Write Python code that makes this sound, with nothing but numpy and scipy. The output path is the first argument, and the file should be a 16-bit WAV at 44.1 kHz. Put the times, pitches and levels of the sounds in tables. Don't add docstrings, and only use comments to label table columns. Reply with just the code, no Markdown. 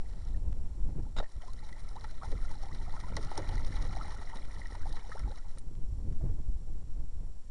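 import sys
import numpy as np
from scipy import signal
from scipy.fft import rfft, irfft, next_fast_len
from scipy.io import wavfile
from scipy.ndimage import uniform_filter1d

SR = 44100
rng = np.random.default_rng(int(sys.argv[2]) if len(sys.argv) > 2 else 0)


def dump_mix(stems):
    frames = np.atleast_2d(stems).T
    limited = np.clip(frames, -1, 1)
    pcm = np.round(limited * 32767).astype(np.int16)
    wavfile.write(sys.argv[1], SR, pcm)


def undo_db(level):
    steps = np.asarray(level, float) / 20
    return 10 ** steps


N = 331014


def rms_one(x):
    return x / np.sqrt(np.mean(x ** 2) + 1e-20)


def in_time(rows, outside=None):
    s, *columns = np.transpose(rows)
    t = np.arange(N) / SR
    return [np.interp(t, s, column, left=outside, right=outside) for column in columns]


def band(x, low_hz, high_hz, order=2):
    return signal.sosfilt(signal.butter(order, [low_hz, high_hz], "band", fs=SR, output="sos"), x)


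def coloured(spectrum):
    size = next_fast_len(N)
    hz, db = np.transpose(spectrum)
    bins_hz = np.arange(size // 2 + 1) * SR / size + 0.055
    gain = undo_db(np.interp(np.log(bins_hz), np.log(hz), db))
    noise = rng.standard_normal(size)
    return rms_one(irfft(rfft(noise) * gain, size)[:N])


def drift(rate):
    r = np.exp(-40 * np.pi * rate / SR)
    coarse = rng.standard_normal(N // 20 + 4002)
    slow = signal.lfilter([1], [1, -2 * r, r * r], coarse)[4000:]
    return np.interp(np.arange(N) / 20, np.arange(len(slow)), rms_one(slow))


def add(out, s, sound):
    i = int(s * SR)
    out[i:i + len(sound)] += sound[:N - i]


def bubble(hz, t60, rise, onset_s):
    t = np.arange(int(t60 * SR) + 2) / SR
    ring = np.sin(2 * np.pi * hz * (t + rise * t * t / (2 * t60)))
    return ring * undo_db(-60 * t / t60) * (1 - np.exp(-t / onset_s))


def patter(per_s, spread_db, clump_db, surge, smooth):
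    sizes = undo_db(spread_db * np.minimum(rng.exponential(1, N), 5)) * rng.choice([-1, 1], N)
    born = rng.random(N) < per_s / SR
    clicks = rms_one(sizes * born)
    return rms_one((clicks + smooth * rng.standard_normal(N)) * undo_db(clump_db * surge))


# f/Hz, level/dB per Hz
HISS_COLOUR = [(100, 14.5), (2000, -3), (9000, -3.5), (10500, -6), (11500, -24.5), (12200, -23),
               (20000, -60)]
# f/Hz, level/dB rms
WHINE_TONES = [(1200, -92), (4200, -92), (4800, -96), (5600, -83), (6200, -93), (6600, -96), (7400, -82),
               (8400, -95), (8670, -98), (9000, -100), (10526, -99), (10800, -99), (11250, -102),
               (11524, -106)]


def circuits():
    t = np.arange(N) / SR
    dipping = (t * 100 / 3 - .68) % 1 < .3
    whines = sum(undo_db(db + 5.5) * np.sin(2 * np.pi * (hz * t + rng.random())) for hz, db in WHINE_TONES)
    return undo_db(-70.5) * coloured(HISS_COLOUR) + (1 - .7 * dipping) * whines


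# f/Hz, level/dB per Hz
YARD_COLOUR = [(180, -5.5), (350, -4.5), (850, -3.5), (1200, -14), (2200, -22), (4000, -32), (7000, -35)]


def yard():
    start_db, fade_db_per_s, floor_db = -67, 9.5, -76.5
    level = undo_db(start_db - fade_db_per_s * np.arange(N) / SR) + undo_db(floor_db)
    return level * coloured(YARD_COLOUR) * undo_db(0.3 * drift(6.6))


# t/s, level/dB
BREEZE_CURVE = [(0, -43), (.3, -40.5), (.7, -38.5), (1.1, -41), (1.32, -67), (1.5, -43), (2.0, -40.5),
                (2.9, -38.5), (3.3, -50.5), (3.6, -32.5), (4.1, -42.5), (4.7, -39), (5.1, -44), (5.6, -43),
                (6.0, -38), (6.6, -38.5), (7.25, -51), (7.51, -44)]
# t/s of the peak, level/dB, half width/s, sharpness/dB
GUST_PEAKS = [(.23, -31, 0.15, -6), (.48, -26, 0.13, -5), (0.812, -33.5, 0.18, -16),
              (.87, -29.5, 0.036, 5.5), (.97, -31.5, 0.11, 5.5), (5.93, -22.5, 0.032, -8),
              (6.63, -39.5, 0.029, 8.5), (6.77, -39, 0.033, 6), (7.0, -35.5, 0.038, 3),
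              (7.234, -41, 0.0091, 10.5), (1.189, -26.5, 0.029, -1.5), (1.38, -32, 0.027, -6),
              (1.841, -41, 0.031, 3), (2.05, -41, 0.033, -1), (2.336, -26, 0.052, -3),
              (2.53, -45, 0.065, 11), (2.739, -32.5, 0.023, 3.5), (3.17, -35, 0.12, 8),
              (3.392, -35, 0.012, -14), (3.51, -33.5, 0.099, 6.5), (3.82, -34, 0.23, 4),
              (4.12, -37, 0.036, -17), (4.22, -52, 0.049, -6), (4.6, -42, 0.049, 6.5),
              (4.89, -32.5, 0.062, 0), (5.248, -26.5, 0.061, -0.5), (5.73, -42.5, 0.11, 10.5),
              (6.081, -27, 0.058, 2), (6.241, -22.5, 0.037, 2), (6.32, -33.5, 0.054, 7),
              (6.5, -26.5, 0.055, -10.5), (6.7, -43.5, 0.051, 11.5), (6.82, -32, 0.021, -8),
              (6.94, -35.5, 0.13, -4), (7.21, -35.5, 0.14, -2)]
MEAN_WIND_DB = -37


def wind_strength():
    t = np.arange(N)[::32] / SR
    force = undo_db(2 * in_time(BREEZE_CURVE)[0][::32])
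    bite = force.copy()
    for s, db, width, sharp_db in GUST_PEAKS:
        hump_db = db - 10 * np.abs(t - s) / max(width, .01)
        force += undo_db(2 * hump_db)
        bite += undo_db(2 * (hump_db + sharp_db))
    return [np.interp(np.arange(N) / SR, t, 10 * np.log10(power) - MEAN_WIND_DB) for power in (force, bite)]


# f/Hz, level/dB per Hz
BUFFET_COLOUR = [(8.8, -63), (15, 6), (24, -1.5), (43, -3), (92, -18.5), (120, -30), (160, -48),
                 (260, -120)]
# f/Hz, level/dB per Hz
TURBULENCE_COLOUR = [(47, -20), (80, -2.5), (214, -16.5), (292, -19.5), (450, -30), (580, -34.5),
                     (990, -120)]
# f/Hz, level/dB per Hz
RUSH_COLOUR = [(200, -28), (400, 0.5), (900, -5), (1300, -16), (2300, -25.5), (4000, -42)]
PRESSURE_DB, TURBULENCE_DB, RUSH_DB = -33, -56, -68.5
PRESSURE_FOLLOWS, TURBULENCE_FOLLOWS, RUSH_FOLLOWS = 0.87, 1, 0.62


def wind():
    force_db, bite_db = wind_strength()
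    slow_db = uniform_filter1d(force_db, int(0.68 * SR))
    pressure = coloured([(1, -25), (3, 2.0), (16, 1.0), (24, -15.0), (60, -76)])
    puffs = drift(14.0)
    buffet = rms_one(coloured(BUFFET_COLOUR) * undo_db(0.58 * puffs))
    turbulence = rms_one(coloured(TURBULENCE_COLOUR) * undo_db(2.0 * puffs + 2.0 * drift(49)))
    rush = rms_one(coloured(RUSH_COLOUR) * undo_db(2.3 * puffs + 2.0 * drift(58)))
    lows = undo_db(PRESSURE_DB + PRESSURE_FOLLOWS * slow_db) * pressure + undo_db(MEAN_WIND_DB + force_db) * buffet
    mids = undo_db(TURBULENCE_DB + TURBULENCE_FOLLOWS * bite_db + 5.5) * turbulence
    return lows + mids + undo_db(RUSH_DB + RUSH_FOLLOWS * bite_db) * rush


# t/s, level/dB
TINY_CLICKS = [
    (0.135, -42),
    (0.529, -37.5),
    (5.753, -43),
    (6.126, -42),
    (6.415, -48),
]


def tiny_clicks():
    out, samples = np.zeros(N), np.arange(60)
    for s, db in TINY_CLICKS:
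        add(out, s, undo_db(db) * np.exp(-samples / 10.0) * (1 - np.exp(-samples)))
    return out


# t/s, level/dB, low share/dB
BEAK_RASP = [
    (1.163, -65, -3),
    (1.167, -46.5, 5),
    (1.176, -46, -9),
    (1.186, -43.5, 4),
    (1.198, -52, -17),
    (1.212, -53, 0),
    (1.218, -81, -3),
]
# f/Hz, width/Hz, level/dB
WIRE_RINGS = [(1290, 220, -3), (1950, 140, -14), (3800, 270, -3), (4570, 1100, -11.5), (6950, 320, -21.5),
              (5250, 1400, -11), (6420, 1100, -15), (2900, 200, -13), (9600, 530, -23)]


def rasp():
    level_db, low_db = in_time(BEAK_RASP, outside=-120)
    slips = patter(2500, 3.9, 3.3, drift(150), 0.46)
    wire = sum(undo_db(db) * rms_one(band(slips, hz - width / 2, hz + width / 2)) for hz, width, db in WIRE_RINGS)
    mesh = undo_db(low_db) * rms_one(band(slips, 480, 1250))
    return undo_db(level_db) * (wire + mesh)


# t/s, peak level/dB, ring f/Hz
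TICKS = [(1.3009, -60, 5580), (1.3209, -44, 6760), (1.3654, -53, 3390), (1.4202, -40, 3050),
         (1.4334, -50, 5610), (1.48, -44, 6790), (1.503, -48, 4060), (1.5914, -44, 4030),
         (1.6482, -43, 3830), (1.6684, -49, 5580), (1.803, -47, 3840), (1.9634, -41, 3830),
         (1.997, -50, 5520), (2.099, -61, 3800), (2.2554, -57, 5710), (2.4444, -53, 3870),
         (2.5505, -47, 4050), (2.6245, -44, 5570), (2.7694, -58, 5400), (2.8589, -51, 3580),
         (2.9248, -41, 4430), (3.003, -57, 3840), (3.1438, -44, 5570), (3.3139, -54, 4150),
         (3.322, -45, 3900), (3.3766, -27, 5350), (3.462, -44, 3900), (3.531, -42, 4100),
         (3.5548, -37.5, 5560), (3.5786, -40, 4000), (3.666, -38.5, 5500), (3.6765, -45, 3790),
         (3.758, -37, 3900), (3.8227, -43, 3670), (3.867, -46, 4010), (3.9534, -39, 3920),
         (3.9709, -38, 5600), (4.0317, -41, 4030), (4.12, -43, 5570), (4.1485, -41, 6110),
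         (4.2941, -48, 4060), (4.371, -34, 3750), (4.5153, -44, 5600), (4.5445, -48, 3940),
         (4.5957, -46, 5500), (4.6708, -40.5, 5600), (4.7092, -52, 4300), (4.8209, -50, 5550),
         (4.8943, -42, 3640), (4.9566, -40, 3970), (4.9944, -42, 2940), (5.1705, -44, 5460),
         (5.2889, -47, 3920)]
# t/s, peak level/dB, ring f/Hz
FLICKS = [(1.5319, -45, 9330), (1.6866, -55, 9100), (2.0986, -57, 9160), (3.1667, -37, 8950),
          (3.3772, -29, 9120), (3.9724, -59, 9150), (4.0811, -41, 9300), (4.3555, -53, 9280),
          (5.1931, -40, 9200), (5.5837, -36.5, 9250)]
# t/s, peak level/dB, ring f/Hz
PECKS = [
    (0.1491, -54, 3080),
    (0.19, -56, 4090),
    (0.2523, -55, 5700),
    (0.2857, -53, 2700),
]
# t/s, peak level/dB, f/Hz
BLIPS = [(1.768, -54, 1900), (2.125, -47, 651), (2.553, -40, 800), (2.691, -44, 960), (2.811, -44.5, 859),
         (2.879, -44, 700), (2.923, -46, 845), (3.282, -41, 1360), (3.351, -53, 845), (3.441, -38, 940),
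         (3.578, -34, 1950), (3.61, -41, 870), (3.727, -39, 2020), (3.779, -45, 1340), (3.9, -47, 780),
         (3.926, -40, 1330), (3.994, -39, 830), (4.049, -36.5, 780), (4.122, -37, 965),
         (4.297, -39.5, 1840), (4.593, -45, 820), (4.703, -45, 764), (4.933, -49, 807), (4.97, -44, 880),
         (5.022, -44, 940), (5.044, -46, 786), (5.319, -40, 770), (5.344, -49, 1310), (5.396, -49, 1330),
         (0.7068, -62, 1200), (0.836, -66, 1200), (1.051, -55, 1320), (1.4032, -52, 1320),
        (1.4314, -55, 1250), (1.5179, -54, 1360), (1.5744, -58, 1790), (1.5883, -47, 1920),
        (1.8456, -55, 1300), (2.3744, -44, 1950), (2.4487, -38, 1340), (2.4803, -42.5, 1990),
        (2.7242, -42, 1950), (2.966, -42, 1380), (3.1183, -41, 1360), (3.1358, -43, 1360),
        (3.212, -42, 1290), (3.257, -42, 1320), (3.6431, -44, 2000), (3.8102, -48, 1270),
        (4.1644, -39, 1360), (4.2233, -43, 1850), (4.342, -42, 1320), (4.3844, -43, 1920),
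        (4.5625, -46, 1830), (4.722, -41, 1800), (4.8319, -37, 1540), (4.9944, -42, 2070),
        (5.1946, -46, 1310), (5.3737, -48, 2070)]
# t/s, peak level/dB, f/Hz
GLUGS = [(2.555, -49, 283), (3.184, -35, 441), (3.658, -47, 355), (3.93, -47, 301), (4.171, -44, 475),
         (4.556, -44, 450), (4.914, -48, 307), (4.975, -45, 479), (5.15, -38, 439), (5.191, -46, 283),
         (5.234, -48, 288)]


def droplets():
    out, snap = np.zeros(N), band(np.arange(300) == 0, 1500, 11000, order=1)
    tick_onset_s = 0.00076
    for s, db, hz in TICKS + FLICKS + PECKS:
        add(out, s, undo_db(db - 7.5) * bubble(hz, 30 / hz, 0.05, tick_onset_s))
        add(out, s + tick_onset_s, undo_db(db - 7.5) * snap / snap.max())
    for s, db, hz in BLIPS:
        add(out, s, undo_db(db - 7.5) * bubble(hz, 34 / hz, 0.22, 0.00069))
    for s, db, hz in GLUGS:
        add(out, s, undo_db(db - 3) * bubble(0.93 * hz, 17 / hz, 0.4, 0.003))
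    return out


# t/s, level/dB, start f/Hz, end f/Hz, length/s
AIR_POCKETS = [(0.341, -66.5, 1650, 2050, 0.02), (1.226, -71.5, 1766, 1850, 0.07),
               (5.117, -47.5, 1580, 1960, 0.012), (3.268, -57, 1220, 1310, 0.028),
               (1.956, -51, 690, 1340, 0.036), (2.212, -54, 995, 1650, 0.039),
               (2.228, -52.5, 685, 1040, 0.044), (2.327, -44.5, 418, 540, 0.027),
               (2.638, -61, 685, 980, 0.035), (2.69, -58, 648, 1390, 0.037), (2.868, -58, 567, 976, 0.038),
               (2.948, -50, 870, 1455, 0.036), (4.009, -48.5, 1220, 1380, 0.012),
               (4.611, -56.5, 1870, 2110, 0.013), (4.259, -71, 696, 1410, 0.033),
               (4.32, -56, 836, 1060, 0.044), (4.345, -55, 378, 590, 0.039),
               (4.378, -60, 1060, 1490, 0.026), (4.857, -51.5, 680, 1005, 0.023),
               (4.872, -54, 900, 1450, 0.022), (5.04, -61.5, 720, 1095, 0.039),
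               (3.262, -58, 716, 900, 0.03), (5.44, -64.5, 700, 1150, 0.047),
               (5.095, -51, 412, 1500, 0.019), (5.148, -49.5, 392, 885, 0.019),
               (5.168, -41.5, 840, 1720, 0.014), (5.297, -48, 421, 646, 0.033)]


def gulps():
    out, wobble = np.zeros(N), undo_db(7 * drift(140) - 2)
    for s, db, low_hz, high_hz, length in AIR_POCKETS:
        part = np.arange(int(length * SR)) / (length * SR)
        phase = 2 * np.pi * np.cumsum(low_hz + (high_hz - low_hz) * part) / SR
        swell = np.sin(np.pi * part ** 0.5) * wobble[int(s * SR):][:len(part)]
        add(out, s, undo_db(db) * np.sin(phase) * swell)
    return out


# t/s, peak level/dB, f/Hz, t60/s
PLOPS = [ (1.434, -41.5, 743, 0.1), (1.482, -39, 1063, 0.083), (1.689, -49, 1340, 0.043),
         (1.726, -41.5, 2030, 0.041), (2.045, -28, 880, 0.011), (2.316, -38.5, 545, 0.054),
         (2.513, -38, 930, 0.035), (2.635, -31, 807, 0.035), (2.666, -34.5, 800, 0.026),
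         (2.939, -30, 940, 0.019), (2.966, -23, 1100, 0.0061), (3.037, -35, 1010, 0.073),
         (3.124, -27.5, 507, 0.016), (3.233, -37.5, 1300, 0.044), (3.316, -26.5, 865, 0.021),
         (3.377, -22, 880, 0.021), (3.524, -32.5, 800, 0.023), (3.541, -32, 536, 0.019),
         (3.756, -37.5, 847, 0.043), (3.952, -32, 725, 0.016), (3.968, -25, 755, 0.027),
         (4.082, -35, 960, 0.033), (4.143, -37.5, 840, 0.056), (4.657, -33, 1940, 0.016),
         (4.722, -33, 470, 0.027), (4.749, -34, 960, 0.027), (5.094, -31.5, 507, 0.036),
         (5.118, -33.5, 1294, 0.07), (5.159, -40, 900, 0.037), (5.276, -35.5, 852, 0.051)]
# t/s, peak level/dB, f/Hz, t60/s
STRAY_BUBBLES = [
    (1.065, -43.5, 860, 0.027),
    (1.627, -45.5, 883, 0.075),
    (1.165, -31, 885, 0.02),
    (1.201, -20.5, 573, 0.035),
    (1.227, -26.5, 607, 0.031),
    (5.573, -36, 520, 0.014),
    (6.21, -37, 660, 0.036),
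    (7.006, -37.5, 595, 0.0088),
]


def plops():
    out, snap = np.zeros(N), band(np.arange(400) == 0, 350, 3000, order=1)
    for s, db, hz, t60 in PLOPS + STRAY_BUBBLES:
        add(out, s, undo_db(db - 9.5) * bubble(0.957 * hz, t60, 0.18, 0.00024))
        add(out, s + 0.0009, -undo_db(db - 28) * snap / snap.max())
    return out


# t/s, level/dB, f/Hz, t60/s
BODY_THUMPS = [
    (1.198, -31.5, 526, 0.049),
    (3.168, -40, 430, 0.26),
    (3.312, -39, 600, 0.022),
    (3.38, -32.5, 410, 0.12),
    (4.35, -47.5, 318, 0.12),
]


def thumps():
    out, t = np.zeros(N), np.arange(5000) / SR
    for s, db, hz, length in BODY_THUMPS:
        burst = rng.standard_normal(5000) * undo_db(-60 * t / length) * (1 - np.exp(-t / 0.0029))
        puff = band(burst, hz / 2.03, hz * 1.28)
        add(out, s, undo_db(db) * puff / np.abs(puff).max())
    return out


# t/s, peak level/dB, thud level/dB re peak, crack f/Hz
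SLAPS = [(1.319, -52, -29, 6600), (1.5334, -37, -24, 5400), (1.6888, -43, 4.5, 3850),
         (1.7267, -40, -15, 3630), (1.889, -38, -17, 5100), (2.009, -37.5, -5, 3950),
         (2.04, -42, 9.5, 4130), (2.3168, -38.5, -0.5, 4400), (3.153, -46, -3, 5390),
         (3.1658, -20.5, -3, 5800), (3.246, -35.5, -17, 5330), (3.354, -34, -13, 4080),
         (3.489, -28.5, -17, 3900), (3.6467, -31, -21, 4200), (3.7401, -40, 4, 4090),
         (3.927, -42.5, 11, 5340), (3.962, -39, 2, 5470), (4.077, -49, -10, 4080), (4.736, -61, 17, 5140),
         (4.7507, -38, 0.5, 3960), (4.925, -34, -29, 4040), (5.1928, -37.5, 0, 5700),
         (5.314, -39, -6, 4040), (5.3577, -39.5, -21, 3960), (5.3732, -46, 3.5, 5590)]
# t/s, peak level/dB, thud level/dB
# re peak, crack f/Hz
SHEETS = [(1.4126, -44.5, 1, 3060), (2.7457, -37.5, -1, 4100), (3.3741, -27, -3.5, 5860),
          (3.762, -36.5, 2, 3920), (4.1032, -42, 5, 4060), (4.355, -37, -0.5, 3840),
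          (4.9626, -41.5, 6, 3820), (5.583, -37, -26, 8500), (1.225, -60, 20, 3100)]
# t/s, peak level/dB, thud level/dB re peak, crack f/Hz
KNOCKS = [
    (0.25, -44, -12, 5670),
    (0.2857, -43.5, -12, 4010),
    (1.169, -51, 14, 3820),
    (1.2004, -47.5, 22, 3890),
    (5.5733, -50, 8, 5750),
]


def slaps():
    out, t = np.zeros(N), np.arange(3000) / SR
    for table, t60 in [(SLAPS, 0.013), (SHEETS, 0.033), (KNOCKS, 0.0043)]:
        for s, db, thud_db, hz in table:
            sharp, dull = rng.standard_normal((2, 3000))
            burst = sharp * undo_db(-60 * t / t60) * (1 - np.exp(-t / (0.089 * t60)))
            crack = band(burst, hz / 1.39, hz * 1.24) + 0.55 * band(burst, 2400, 8800)
            thud = band(dull * undo_db(-60 * t / (2.9 * t60)) * (1 - np.exp(-t / 0.0065)), 207, 1740)
            add(out, s, undo_db(db - 14.5) * crack / np.abs(crack).max())
            add(out, s, undo_db(db + thud_db - 10.0) * thud / np.abs(thud).max())
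    return out


def impacts():
    marks = np.zeros(N)
    swell, settle = int(0.011 * SR), int(0.22 * SR)
    np.add.at(marks, [int(row[0] * SR) for row in SLAPS + SHEETS + TICKS + PLOPS], 1)
    crowd = np.sqrt(np.maximum(uniform_filter1d(uniform_filter1d(marks, swell), swell), 0))
    around = uniform_filter1d(crowd, settle)
    return (crowd - around) / np.std(crowd[around > 1e-6])


def swarm(low_hz, high_hz, cycles, level_db, count):
    out = np.zeros(N)
    for when, pitch, size, long in rng.random((count, 4)):
        hz = low_hz * (high_hz / low_hz) ** pitch
        add(out, when * N / SR, undo_db(6.4 * size) * bubble(hz, cycles * (.5 + long) / hz, 0.633, 2.0 / hz))
    return undo_db(level_db) * rms_one(out)


# t/s, level/dB re the middle of the bath
CHURNING = [(0, -11), (.3, -8.5), (.42, -25), (1.2, -19), (1.3, -12), (1.58, -4.5), (2.02, -3.5), (2.43, 1),
            (2.8, -0.5), (3.37, 7), (3.85, 4.5), (4.2, 5.5), (4.4, 0), (4.77, -.5), (5.18, 0.5),
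            (5.35, -3.5), (5.51, -9), (5.7, -28)]
SLOSH_DB, SPRAY_DB, MIST_DB, WASH_DB = -60, -67, -74.5, -67.5
SPRAY_FOLLOWS, MIST_FOLLOWS, WASH_FOLLOWS = 0.77, 0.6, 1


def bath():
    vigour_db, = in_time(CHURNING)
    slosh_db = SLOSH_DB + vigour_db
    spray_db = SPRAY_DB + SPRAY_FOLLOWS * vigour_db
    mist_db = MIST_DB + MIST_FOLLOWS * vigour_db
    wash_db = WASH_DB + WASH_FOLLOWS * vigour_db
    surge = 0.53 * impacts() + 0.81 * drift(17.6)
    slosh = band(patter(1500, 3.5, 1.93, surge + 0.5 * drift(29), 0.62), 256, 1920)
    spray = band(patter(4000, 4.8, 3.4, surge + 0.93 * drift(31), 0.54), 2900, 7270)
    mist = band(patter(4000, 5.4, 3.0, surge + .5 * drift(45), 0.43), 7300, 11100)
    froth = undo_db(slosh_db - 5.5) * rms_one(slosh) + undo_db(spray_db - 6.5) * rms_one(spray)
    froth += undo_db(mist_db - 5.0) * rms_one(mist)
    bubbles = swarm(463, 2197, 21.1, slosh_db - 5.0 + surge, count=900)
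    bubbles += swarm(2604, 7500, 26.6, spray_db - 9.5, count=900)
    wash = band(rng.standard_normal(N), 240, 725) * undo_db(1.7 * surge + 5.0 * drift(10.4))
    return froth + bubbles + undo_db(wash_db) * rms_one(wash)


def pool(x):
    out, dull = x.copy(), band(x, 400, 9700, order=1)
    for lag_s, db in [(.0043, -40), (.0079, -19), (.0131, -18.5), (.021, -33)]:
        add(out, lag_s, undo_db(db) * dull)
    return out


# f/Hz, width/Hz, level/dB
HOUSING_PEAKS = [(870, 182, 6), (1329, 95, 6.5), (1668, 210, -8), (1907, 470, 11), (2620, 280, -13),
                 (2950, 98, 4.5), (4010, 780, 10), (5535, 760, 11), (6760, 470, 3.5), (7680, 1000, -8.5),
                 (9264, 1280, 13)]


def housing(x):
    for hz, width, db in HOUSING_PEAKS:
        w, a = 2 * np.pi * hz / SR, undo_db(db / 2)
        q = np.sin(w) * width / (2 * hz)
        x = signal.lfilter([1 + q * a, -2 * np.cos(w), 1 - q * a], [1 + q / a, -2 * np.cos(w), 1 - q / a], x)
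    return x


def scene():
    water = bath() + slaps() + thumps() + pool(plops() + gulps() + droplets())
    return (wind() + housing(water) + rasp() + tiny_clicks() + yard())[None]


def top_cut(x):
    return signal.sosfilt(signal.butter(12, 11940, fs=SR, output="sos"), x)


def record(dry):
    cut = signal.sosfilt(signal.butter(6, 10000, fs=SR, output="sos"), dry)
    offset = -0.013
    return top_cut(cut + circuits() + offset)


dry = scene()
out = record(dry)
dump_mix(out)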